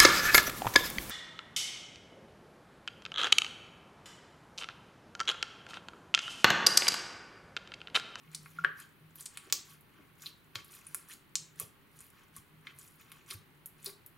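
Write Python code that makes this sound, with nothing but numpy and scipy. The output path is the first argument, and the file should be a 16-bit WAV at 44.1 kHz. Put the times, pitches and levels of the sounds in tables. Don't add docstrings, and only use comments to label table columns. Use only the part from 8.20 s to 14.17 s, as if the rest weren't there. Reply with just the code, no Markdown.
import sys
import numpy as np
from scipy import signal
from scipy.io import wavfile
from scipy.ndimage import uniform_filter1d

SR = 44100
rng = np.random.default_rng(int(sys.argv[2]) if len(sys.argv) > 2 else 0)


def persist_wave(psi):
    counts = np.round(np.clip(psi, -1, 1) * 32767).astype(np.int16)
    wavfile.write(sys.argv[1], SR, np.atleast_2d(counts).T)


N = 263277


# t/s, cavity f/Hz, cavity level/dB, cavity rise/cycles, film f/Hz, film level/dB
POCKETS = [(0.1476, 4470, -25.5, 0.95, 7400, -26), (0.149, 6100, -26.5, 1.2, 9000, -20.5),
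           (0.2596, 1570, -31.5, 0.29, 4100, -46), (0.3858, 1400, -28, 4.1, 11490, -50),
           (0.4396, 1480, -23.5, 1.3, 8900, -42), (0.4467, 1613, -9, 1.68, 2790, -19.5),
           (0.4559, 1560, -26, 1.2, 2970, -50), (0.9568, 4060, -38, 0.15, 12950, -27),
           (1.0082, 7500, -50, 0.54, 9400, -24.5), (1.0571, 6200, -40, 0.27, 8900, -23.5),
           (1.0605, 5700, -24.5, 0.45, 8030, -22.5), (1.1732, 3200, -22, 0.28, 8900, -22),
           (1.3, 3240, -28, 0.19, 6980, -42), (1.3253, 6000, -1, 0.42, 14700, -6),
           (1.6088, 3540, -55, 0.17, 12600, -38.5), (2.021, 6800, -31, 0.6, 11900, -31.5),
           (2.0598, 4060, -28, 1.5, 12300, -41), (2.0655, 3820, -25.5, 0.89, 12800, -33),
           (2.3531, 3560, -28, 0.12, 12100, -32.5), (2.356, 3080, -15.5, 0.23, 3800, -30.5),
           (2.446, 4650, -53, 0.25, 11000, -33.5), (2.6682, 9700, -29.5, 2.9, 2380, -45),
           (2.7462, 1630, -25.5, 0.31, 10400, -12.5), (2.887, 1500, -50, 0.18, 12200, -33),
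           (3.155, 6420, -6.5, 0.55, 4570, -25.5), (3.3991, 2040, -24, 0.067, 11000, -12),
           (3.401, 1210, -43, 2.8, 11000, -39), (3.8056, 1600, -46, 0.4, 9600, -30.5),
           (4.1648, 1100, -48.5, 2.0, 10100, -25.5), (4.47, 2160, -30, 1, 3130, -29.5),
           (4.5931, 3500, -53, 0.2, 9400, -33), (4.918, 2700, -30.5, 0.25, 11300, -30),
           (5.1096, 4610, -20.5, 0.49, 9300, -23), (5.4592, 3980, -51, 0.39, 12300, -21),
           (5.4614, 2380, -50, 0.23, 12800, -29), (5.645, 2000, -57, 0.65, 13500, -22),
           (5.66, 4340, -34, 1.5, 10200, -18), (5.6633, 4440, -23, 1.33, 9100, -41),
           (5.863, 5000, -47, 0.21, 12700, -26.5)]

def pops(film_rise_cycles=0.7, slow_rise_s=0.0005):
    out = np.zeros(N)
    for start_s, cavity_hz, cavity_db, rise_cycles, film_hz, film_db in POCKETS:
        rupture = tear(max(cavity_db, film_db))
        cavity = ping(cavity_hz, rise_cycles, roundness=1.4)
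        if rise_cycles / cavity_hz <= slow_rise_s:
            cavity = np.convolve(cavity, rupture)
        film = np.convolve(ping(film_hz, film_rise_cycles), rupture)
        add(out, start_s, from_db(cavity_db) * cavity)
        add(out, start_s, from_db(film_db) * film)
    return out


def tear(pocket_db, raggedness=0.32, onset_s=0.0013, fade_s=0.0051):
    t = np.arange(SR // 50) / SR
    rips = rng.standard_normal(len(t)) * (1 - np.exp(-t / onset_s)) * np.exp(-t / fade_s)
    rip_gain = from_db(-13.5 - raggedness * pocket_db)
    impulse = t == 0
    return (impulse + rip_gain * rips / np.linalg.norm(rips)) / np.hypot(1, rip_gain)


# peak t/s, length/s, level/dB, treble tilt/dB
PEELS = [(0.064, 0.078, -74, -9.5), (0.134, 0.049, -60, -3), (0.287, 0.14, -65, 3), (0.39, 0.08, -62, -6.5),
         (0.609, 0.07, -55, -2.5), (1.001, 0.069, -55.5, 3), (1.165, 0.12, -63, -5.5),
         (1.26, 0.08, -62.5, -5), (1.511, 0.083, -58, 1), (1.79, 0.16, -76, -14.5),
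         (2.047, 0.098, -55.5, -0.5), (2.381, 0.066, -56.5, -5.5), (2.539, 0.12, -56.5, 0.5),
         (2.73, 0.39, -64.5, -2), (2.917, 0.055, -49, 1), (3.412, 0.065, -51, 1), (3.815, 0.153, -64, 3.5),
         (3.991, 0.13, -68.5, -7.5), (4.171, 0.055, -59, 1), (4.486, 0.061, -61.5, -10),
         (4.614, 0.098, -60, 3.5), (4.69, 0.14, -67, 6.5), (4.813, 0.05, -60.5, -3),
         (4.944, 0.22, -66.5, -5), (5.114, 0.055, -46.5, 1), (5.607, 0.055, -64.5, 0),
         (5.673, 0.07, -51, 2.5)]

def peeling(rise_share=0.48, mid_db=-2):
    t = np.arange(N) / SR
    power = np.zeros((3, N))
    for peak_s, length_s, level_db, tilt_db in PEELS:
        near = np.abs(t - peak_s) < 2 * length_s
        offset_s = t[near] - peak_s
        width_s = length_s * np.where(offset_s < 0, rise_share, 1 - rise_share)
        gains = from_db(level_db + np.array([-tilt_db, mid_db, tilt_db]))
        power[:, near] += gains[:, None] ** 2 * np.exp(-2 * (offset_s / width_s) ** 2)
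    return power


# min f/Hz, max f/Hz, rate/(1/s), rise/cycles, level between peels/dB
BUBBLES = [(1076, 3000, 800, 1.11, -76), (3225, 6780, 1300, 1.5, -90.5), (9200, 13500, 550, 1.3, -84)]

def squelches(tick_db=-62, tick_follow=0.87):
    out = np.zeros(N)
    for (low_hz, high_hz, rate_per_s, rise_cycles, rest_db), power in zip(BUBBLES, peeling()):
        envelope = np.sqrt(power + from_db(rest_db) ** 2)
        out += envelope * crackle(low_hz, high_hz, rate_per_s, rise_cycles)
    ticks = crackle(low_hz=7500, high_hz=15000, rate_per_s=70, rise_cycles=0.6)
    return out + from_db(tick_db) * unit_rms(envelope ** tick_follow) * ticks


def crackle(low_hz, high_hz, rate_per_s, rise_cycles, spread_db=3.5, pitches=7):
    out = np.zeros(N)
    for hz in np.geomspace(low_hz, high_hz, pitches):
        sizes = from_db(spread_db * np.minimum(rng.exponential(1, N), 4))
        signs = rng.choice([-1, 1], N)
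        bursts = rng.random(N) < rate_per_s / pitches / SR
        bubble = ping(hz, rise_cycles)
        out += signal.oaconvolve(sizes * signs * bursts, bubble / np.linalg.norm(bubble))[:N]
    return unit_rms(out)


# t/s, f/Hz, level/dB, rise/cycles
THUDS = [(0.445, 407, -46.5, 1.1), (1.268, 366, -59, 1.5), (1.325, 394, -52.5, 0.7),
         (1.789, 306, -60.5, 1.6), (2.357, 107.8, -57, 0.85), (2.355, 347, -59, 0.94),
         (3.411, 438, -54, 1.2), (3.429, 115, -56.5, 0.54), (4.186, 109.3, -59.5, 0.61),
         (5.111, 380, -61.5, 1.6), (5.145, 100, -53.5, 0.75), (5.667, 400, -53, 3.6)]

def thuds(squish_db=-13, squish_rise_s=0.0092):
    out = np.zeros(N)
    age = np.arange(SR // 8) / SR / squish_rise_s
    for start_s, hz, level_db, rise_cycles in THUDS:
        squish = rng.standard_normal(len(age))
        for _ in range(2):
            squish = resonance(squish, hz, width_hz=1.4 * hz)
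        add(out, start_s, from_db(level_db) * ping(hz, rise_cycles))
        add(out, start_s, from_db(level_db + squish_db) * unit_rms(squish) * age * np.exp(1 - age))
    return out


# f/Hz, width/Hz, level/dB
WOOD_MODES = [(1136, 50, 7), (1590, 43, -9), (2380, 38, -6.5)]

def table_top(x, highpass_hz=1050, body_db=-17):
    body = from_db(body_db) * resonance(x, hz=390, width_hz=500)
    direct = signal.sosfilt(signal.butter(4, highpass_hz, "high", fs=SR, output="sos"), x)
    ring = sum(from_db(db) * resonance(direct, hz, width_hz) for hz, width_hz, db in WOOD_MODES)
    return direct + body + ring


# f/Hz, early level/dB, tail level/dB, T60/s
REVERB = [(400, -13.5, -3, 0.23), (1500, -9, -10, 0.44), (3300, -0.5, -8, 0.42), (4670, -7.5, -6, 0.24),
          (7300, 0.5, -6, 0.32), (8760, -5.5, -7.5, 0.27), (11000, 0, -7.5, 0.22), (14600, -5, -7.5, 0.16)]
# f/Hz, left-right correlation
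REVERB_CORRELATION = [(300, 0.57), (1500, 0.35), (6500, 1), (15000, 0.64)]

def room(x, gap_s=0.00076, early_decay_s=0.0064, tail_rise_s=0.0078):
    t = np.arange(SR // 2) / SR
    age_s = np.maximum(t - gap_s, 0)
    early = np.exp(-age_s / early_decay_s) * (age_s > 0)
    response = 0
    for hz, band in noise_bands(REVERB_CORRELATION, samples=2 * len(t), count=27, lowest_hz=100):
        early_db, tail_db, t60_s = (at_hz(REVERB, hz, column) for column in (1, 2, 3))
        tail = (1 - np.exp(-age_s / tail_rise_s)) * from_db(-60 * age_s / t60_s)
        early_gain = from_db(early_db) / np.linalg.norm(early)
        tail_gain = from_db(tail_db) / np.linalg.norm(tail)
        response += band[:, len(t):] * np.hypot(early_gain * early, tail_gain * tail)
    return signal.fftconvolve(x[None], response, axes=1)[:, :N]


# f/Hz, relative density/dB
AIR_SPECTRUM = [(25, -12), (50, -15), (110, -5), (180, -8.5), (370, -11.5), (580, -24), (1000, -17),
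                (2000, -18.5), (3000, -23), (4500, -30), (6800, -48), (10000, -33), (16000, -28)]
# f/Hz, left-right correlation
AIR_CORRELATION = [(30, 0.31), (130, 0.47), (300, 0.65), (640, 0.45), (1400, 0.31), (3200, 0.15),
                   (6500, .4), (15000, 0.37)]

def air(level_db=-63):
    bands = noise_bands(AIR_CORRELATION, samples=N, count=20, lowest_hz=20)
    noise = sum(from_db(at_hz(AIR_SPECTRUM, hz)) * band for hz, band in bands)
    return from_db(level_db) * unit_rms(noise)


def hum(hz=155, wander_hz=5.54, level_db=-71.5, waver_db=7):
    phase = 2 * np.pi * np.cumsum(hz + wander_hz * drift(window_samples=2500)) / SR
    gain = from_db(level_db + waver_db * drift(window_samples=4000))
    return gain * np.sqrt(2) * np.sin(phase)


def ping(hz, rise_cycles, roundness=0.77):
    rise_s = rise_cycles / hz
    t = np.arange(int(10 * rise_s * SR) + 8) / SR
    age = t / rise_s
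    return (age * np.exp(1 - age)) ** roundness * np.sin(2 * np.pi * hz * t)


def resonance(x, hz, width_hz):
    radius = np.exp(-np.pi * width_hz / SR)
    feedforward = np.array([1, 0, -1]) * (1 - radius ** 2) / 2
    feedback = [1, -2 * radius * np.cos(2 * np.pi * hz / SR), radius ** 2]
    return signal.lfilter(feedforward, feedback, x)


def noise_bands(correlation, samples, count, lowest_hz):
    edges_hz = np.geomspace(lowest_hz, 17000, count + 1)
    white = rng.standard_normal((2, 2, samples))
    for k, (low_hz, high_hz) in enumerate(zip(edges_hz, edges_hz[1:])):
        bandpass = signal.butter(2, [low_hz, high_hz], "band", fs=SR, output="sos")
        mid, side = signal.sosfilt(bandpass, white[k % 2])
        hz = np.sqrt(low_hz * high_hz)
        alike = at_hz(correlation, hz)
        yield hz, np.sqrt((1 + alike) / 2) * mid + np.sqrt((1 - alike) / 2) * side * [[1], [-1]]


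def drift(window_samples):
    return unit_rms(uniform_filter1d(rng.standard_normal(N), size=window_samples, mode="wrap"))


def at_hz(table, hz, column=1):
    table = np.array(table)
    return np.interp(np.log(hz), np.log(table[:, 0]), table[:, column])


def add(track, start_s, sound):
    start = round(start_s * SR)
    track[start:start + len(sound)] += sound[:N - start]


def from_db(db):
    return 10 ** (np.asarray(db) / 20)


def unit_rms(x):
    return x / np.sqrt(np.mean(x ** 2) + 1e-20)


def scene(pop_gain_db=-2.3, squelch_gain_db=-6, thud_gain_db=5, pan_db=0.2):
    bursts = from_db(pop_gain_db) * pops() + from_db(squelch_gain_db) * squelches()
    slime = table_top(bursts) + from_db(thud_gain_db) * thuds()
    pan = from_db([[pan_db], [-pan_db]])
    return (slime + room(slime)) * pan + air() + hum()


def record(dry, cutoff_hz=15750):
    return signal.sosfilt(signal.ellip(10, 0.1, 70, cutoff_hz, fs=SR, output="sos"), dry)


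dry = scene()
out = record(dry)
persist_wave(out)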